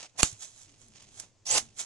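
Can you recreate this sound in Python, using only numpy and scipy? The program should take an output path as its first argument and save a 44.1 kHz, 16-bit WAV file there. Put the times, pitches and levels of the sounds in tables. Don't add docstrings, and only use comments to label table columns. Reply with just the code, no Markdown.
import sys
import numpy as np
from scipy import signal
from scipy.fft import rfft, irfft
from scipy.io import wavfile

SR = 44100
rng = np.random.default_rng(int(sys.argv[2]) if len(sys.argv) > 2 else 0)


def generate_wav(signal):
    frames = np.transpose(np.atleast_2d(signal))
    scaled = np.clip(frames, -1, 1) * 32767
    pcm = np.round(scaled).astype(np.int16)
    wavfile.write(sys.argv[1], SR, pcm)


N = 81585


def amp(db):
    return 10 ** (np.asarray(db) / 20)


def unit(x):
    return x / np.sqrt(np.mean(x ** 2) + 1e-20)


def clock():
    return np.arange(N) / SR


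def per_bin(points):
    f, value = np.transpose(points)
    return np.interp(np.log(np.fft.rfftfreq(N, 1 / SR) + 1), np.log(f + 1), value)


def colour(x, spectrum):
    return unit(irfft(rfft(x) * amp(per_bin(spectrum)), N))


def wobble(hz):
    rolloff = 1 + (np.fft.rfftfreq(N, 1 / SR) / hz) ** 4
    return unit(irfft(rfft(rng.standard_normal(N)) / rolloff, N))


def pan(db):
    return amp(db * np.array([[.5], [-.5]]))


def stereo_noise(width=.48):
    mid, side = rng.standard_normal((2, N))
    return np.array([mid + width * side, mid - width * side])


def grains(per_s, spread_db):
    size = amp(spread_db * np.minimum(rng.exponential(1, N), 4))
    return size * (rng.random(N) < per_s / SR) * stereo_noise()


def stroke(at, db, rise, fall, round_s=.005):
    t = clock() - at
    return amp(db - np.where(t < 0, rise, fall) * (np.hypot(t, round_s) - round_s))


def bursts(rows, spectrum):
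    t = clock()
    level = sum(amp(db) * np.exp(-np.maximum(t - at, 0) / decay) * (t >= at) for at, db, decay in rows)
    return level * colour(stereo_noise(), spectrum)


def convolve(x, response):
    return signal.fftconvolve(x, response / np.linalg.norm(response[0]), axes=1)[:, :N]


def blade_smear(x, t60_s=.022, ring_db=-5):
    t = clock()[:SR // 10]
    ring = rng.standard_normal((2, len(t))) * amp(-60 * t / t60_s)
    return x + amp(ring_db) * convolve(x, ring)


# f/Hz, level/dB
FLOOR_SPECTRUM = [(20, -9.5), (60, -14), (105, -0.5), (170, -12), (300, -15), (600, -17), (1500, -25),
                  (4000, -26), (7000, -19.5), (10700, -46.5)]
RUMBLE_SPECTRUM = [(20, -3), (70, -6), (103, 3), (160, -6.5), (250, -9), (450, -14), (1200, -44)]
# t/s, level/dB
HANDLING = [(0, -68), (.13, -90.5), (.3, -62.5), (.47, -72), (.75, -66.5), (.98, -63), (1.22, -63.5),
            (1.35, -76.5), (1.64, -58), (1.85, -76)]


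def background(floor_db=-68.5):
    floor = amp(floor_db) * colour(stereo_noise(), FLOOR_SPECTRUM)
    rumble_db = np.interp(clock(), *np.transpose(HANDLING))
    return floor + amp(rumble_db) * colour(stereo_noise(), RUMBLE_SPECTRUM)


# peak t/s, level/dB, rise/(dB/s), fall/(dB/s)
RUSTLES = [(.008, -44, 200, 305), (0.046, -47.5, 280, 574), (0.167, -63, 603, 492),
           (.33, -51.5, 911, 400.5), (0.701, -63.5, 57.5, 54), (0.967, -54, 415, 114),
           (1.02, -58.5, 190, 77.5), (1.231, -54, 493.5, 404), (1.666, -60, 316, 167)]
FLAPS = [(0.044, -58.5, 198, 600), (0.163, -62.5, 700, 503), (1.232, -61.5, 500, 500),
         (1.835, -64.5, 498.5, 200)]
# f/Hz, level/dB
RUSTLE_SPECTRUM = [(40, -15), (200, -14.5), (700, -0.5), (1500, -7), (2600, 2), (4000, -0.5), (6500, 3),
                   (8500, -6), (10700, -16.5)]
FLAP_SPECTRUM = [(40, -16.5), (110, 0.5), (260, -1), (450, -4.5), (750, 0), (1500, -7), (3000, -20.5),
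                 (8000, -41)]


def cloth():
    rub = grains(per_s=7000, spread_db=2.6) * amp(2.9 * wobble(91))
    rasp = colour(rub, RUSTLE_SPECTRUM) * np.sqrt(sum(stroke(*row) ** 2 for row in RUSTLES))
    flap = colour(grains(per_s=5400, spread_db=1.5), FLAP_SPECTRUM)
    return rasp + flap * sum(stroke(*row) for row in FLAPS)


# t/s, relative crisp level/dB, relative crunch level/dB
CUTS = [
    [(.176, -54.5, -59.5), (.182, -41.5, -51.5), (.192, -34, -41), (.199, -29, -32.5), (.211, -32, -39),
     (.217, -47.5, -57.5), (.224, -32, -45.5), (.228, -31, -51.5)],
    [(1.455, -53, -66.5), (1.467, -41.5, -52.5), (1.49, -38, -46.5), (1.514, -31.5, -40),
     (1.534, -31.5, -38), (1.552, -29, -35), (1.56, -28, -33.5), (1.572, -28, -35), (1.583, -26, -32.5),
     (1.588, -35.5, -41)],
]
# f/Hz, level/dB
CRISP_SPECTRUM = [(500, -41), (1800, -25.5), (2800, -4.5), (4300, -1.5), (5200, 1), (6300, 4), (7600, 2.5),
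                  (8600, -8), (10700, -4)]
CRUNCH_SPECTRUM = [(30, -28), (110, -9.5), (250, -9), (415, -5.5), (540, -5.5), (700, 0), (1050, -2),
                   (1280, -7), (1750, -6.5), (2600, -3), (6000, -41.5)]


def cutting(threads_per_s=580, clump_db=2.2, attack_db_per_s=6000, release_db_per_s=899):
    t, out = clock(), np.zeros((2, N))
    for cut in CUTS:
        times, crisp_db, crunch_db = np.transpose(cut)
        fade_db = attack_db_per_s * np.maximum(times[0] - t, 0)
        fade_db += release_db_per_s * np.maximum(t - times[-1], 0)
        threads_passed = np.cumsum(threads_per_s * (1 + .25 * wobble(150))) / SR
        clumps = amp(clump_db * np.cos(2 * np.pi * threads_passed))
        snaps = blade_smear(grains(per_s=14000, spread_db=1.8) * clumps)
        out += colour(snaps, CRISP_SPECTRUM) * amp(3.5 + np.interp(t, times, crisp_db) - fade_db)
        out += colour(snaps, CRUNCH_SPECTRUM) * amp(.5 + np.interp(t, times, crunch_db) - fade_db)
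    return out


# t/s, level/dB, L-R/dB
CONTACTS = [(.2311, 1, -5), (0.2315, -5.5, -14), (0.2336, -11.5, -5), (0.237, -19.5, -5.5)]
# f/Hz, relative level/dB, t60/s
BLADE_MODES = [(7250, 0, .005), (6400, -14, .012), (4400, -18, .016), (2850, -17, .006), (1400, -15, .004),
               (850, -19, .005), (10600, -21, .009), (3548, -48, .12), (4328, -45, .14), (6455, -41, .2),
               (7020, -40, .16), (8027, -43, .15)]


def clack(crack_decay_s=.00089, crack_db=-7, detune=.0028):
    out = np.zeros((2, N))
    for at, db, pan_db in CONTACTS:
        start = round(at * SR)
        t = clock()[:N - start]
        ring = np.zeros(len(t))
        for hz, mode_db, t60 in BLADE_MODES:
            hz *= 1 + detune * rng.standard_normal()
            ring += amp(mode_db - 60 * t / t60) * np.sin(2 * np.pi * hz * t)
        crack = stereo_noise()[:, :len(t)] * np.exp(-t / crack_decay_s)
        out[:, start:] += amp(db) * pan(pan_db) * (ring + amp(crack_db) * crack)
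    return out


# f/Hz, level/dB
STEEL_SPECTRUM = [(400, -32.5), (1700, -21), (2900, -12), (3700, -12), (4400, -12.5), (5100, -9),
                  (6400, -1), (7400, -4), (8600, -11), (10700, -15)]


def shimmer(db=-27.5, t60_s=.17):
    return bursts([(CONTACTS[0][0], db, t60_s / np.log(1000))], STEEL_SPECTRUM)


def puff(at_s=.2313, decay_s=.0015, left_gain=.05):
    u = np.maximum(clock() - at_s, 0) / decay_s
    pressure = -2 * u * (1 - u + u ** 2 / 6) * np.exp(-u)
    return pressure * np.array([[left_gain], [1]])


# t/s, f/Hz, level/dB, t60/s, L-R/dB
THUDS = [(0.2314, 301.7, -16.5, 0.0098, -14.5), (0.2324, 130, -37, .07, -9.5), (0.327, 111, -41.5, 0.11, 0),
         (1.504, 107, -46.5, 0.15, -11)]


def thuds():
    out = np.zeros((2, N))
    for at, hz, db, t60, pan_db in THUDS:
        t = np.maximum(clock() - at, 0)
        out += pan(pan_db) * amp(db - 60 * t / t60) * np.sin(2 * np.pi * hz * t)
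    return out


# peak t/s, level/dB, rise/(dB/s), fall/(dB/s), relative body level/dB
SLIDES = [(.252, -32, 900, 288, -20.5), (0.429, -40, 531, 263, -20.5), (.605, -52, 152, 197, -19),
          (0.819, -58, 403, 121, -13), (1.2, -47, 204, 292, -15), (1.59, -35.5, 1500, 400, -13),
          (1.802, -32, 701, 385, -17)]


def sliding():
    rub = blade_smear(grains(per_s=15000, spread_db=3) * amp(1.5 * wobble(200)))
    hiss = sum(stroke(at, db, rise, fall) for at, db, rise, fall, _ in SLIDES)
    body = sum(stroke(at, db + body_db, rise, fall) for at, db, rise, fall, body_db in SLIDES)
    return hiss * colour(rub, STEEL_SPECTRUM) + body * colour(rub, CRUNCH_SPECTRUM)


# t/s, level/dB, decay/s
TICKS = [(.327, -43.5, 0.0039), (.7235, -52.5, 0.00092), (.884, -44, 0.00087), (1.025, -46.5, 0.0015),
         (1.1992, -26.5, 0.0032), (1.665, -50, .0012)]
# f/Hz, level/dB
TICK_SPECTRUM = [(300, -14.5), (2000, -18.5), (4700, -10.5), (5600, 0), (7000, -4), (8000, -2),
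                 (9800, -7.5), (10700, -4)]


def ticks():
    return bursts(TICKS, TICK_SPECTRUM)


# t/s, length/s, start f/Hz, end f/Hz, level/dB
LOW_TONES = [(0.655, 0.098, 331, 237, -66), (0.781, 0.178, 267.7, 188, -65),
             (1.584, 0.11, 216.2, 229.6, -58.5)]


def low_tones(jitter=.0423):
    out = np.zeros(N)
    for at, length, start_hz, end_hz, db in LOW_TONES:
        progress = np.clip((clock() - at) / length, 0, 1)
        hz = (start_hz + (end_hz - start_hz) * progress) * (1 + jitter * wobble(61))
        out += amp(db) * np.sin(np.pi * progress) * np.sin(2 * np.pi * np.cumsum(hz) / SR)
    return out


# t/s, centre f/Hz, level/dB
SCRAPE = [(1.455, 5400, -51), (1.5, 6200, -38.5), (1.526, 7600, -33.5), (1.552, 8300, -29),
          (1.561, 7000, -42.5), (1.574, 6000, -23), (1.587, 5800, -44.5)]


def scrape(half_band_hz=980, width=.48):
    t = clock()
    times, hz, db = np.transpose(SCRAPE)
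    level = amp(np.interp(t, times, db)) * (t > times[0]) * (t < times[-1])
    phase = 2 * np.pi * np.cumsum(np.interp(t, times, hz)) / SR
    mid, side = (wobble(half_band_hz) * np.cos(phase) + wobble(half_band_hz) * np.sin(phase)
                 for _ in range(2))
    return level * unit(np.array([mid + width * side, mid - width * side]))


# t/s, f/Hz, level/dB
SQUEAL = [(1.464, 5600, -59.5), (1.467, 5650, -34), (1.479, 5850, -45), (1.484, 5950, -36),
          (1.501, 6300, -34.5), (1.508, 6650, -26.5), (1.513, 7150, -19.5), (1.517, 7500, -35),
          (1.521, 7790, -24.5), (1.532, 7950, -32), (1.545, 8220, -44)]


def squeal(jitter=.02, flutter_db=2, low_mode_hz=3040, low_mode_db=-13.5):
    t = clock()
    times, hz, db = np.transpose(SQUEAL)
    level = amp(np.interp(t, times, db)) * (t > times[0]) * (t < times[-1])
    turns = np.cumsum(np.interp(t, times, hz) * (1 + jitter * wobble(790))) / SR
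    tone = unit(np.sin(2 * np.pi * turns) * amp(flutter_db * wobble(476)))
    low_mode = unit(np.sin(2 * np.pi * low_mode_hz * t + wobble(446)))
    return level * (tone + amp(low_mode_db) * low_mode * level / level.max())


# t/s, level/dB, decay/s
LAST_THREADS = [(1.5735, -20.5, 0.0011), (1.5806, -11.5, 0.00065), (1.5854, -19, 0.00041)]


def last_threads(body_db=-9.5):
    return bursts(LAST_THREADS, CRISP_SPECTRUM) + amp(body_db) * bursts(LAST_THREADS, CRUNCH_SPECTRUM)


# f/Hz, L-R/dB
BALANCE = [(60, -3), (300, 1.5), (1000, -1.5), (3000, -2), (5800, -3.5), (7200, -8), (10300, -6)]
# f/Hz, lead/rad
LEFT_LEAD = [(0, -3.5), (5500, 1.5), (6400, 1.26), (6900, -1.87), (8200, -2), (9000, -0.6), (10400, 1.5)]


def microphones(x):
    phase = np.array([[.5], [-.5]]) * per_bin(LEFT_LEAD)
    return irfft(rfft(x) * pan(per_bin(BALANCE)) * np.exp(1j * phase), N)


def room(x, t60_s=.11, db=-16, gap_s=.003):
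    t = clock()[:SR // 2]
    taps = rng.standard_normal((2, len(t))) * (rng.random((2, len(t))) < .1)
    return amp(db) * convolve(x, taps * amp(-60 * t / t60_s) * (t > gap_s))


def scene():
    sources = cloth() + cutting() + shimmer() + sliding() + ticks() + scrape() + squeal() + last_threads()
    near = microphones(sources) + clack()
    return background() + near + room(near) + puff() + thuds() + low_tones()


def record(dry):
    clipped = np.clip(dry, -.92, .92)
    lowpass = signal.firwin(401, cutoff=10950, window=("kaiser", 8), fs=SR)
    return signal.oaconvolve(clipped, lowpass[None], "same")


dry = scene()
out = record(dry)
generate_wav(out)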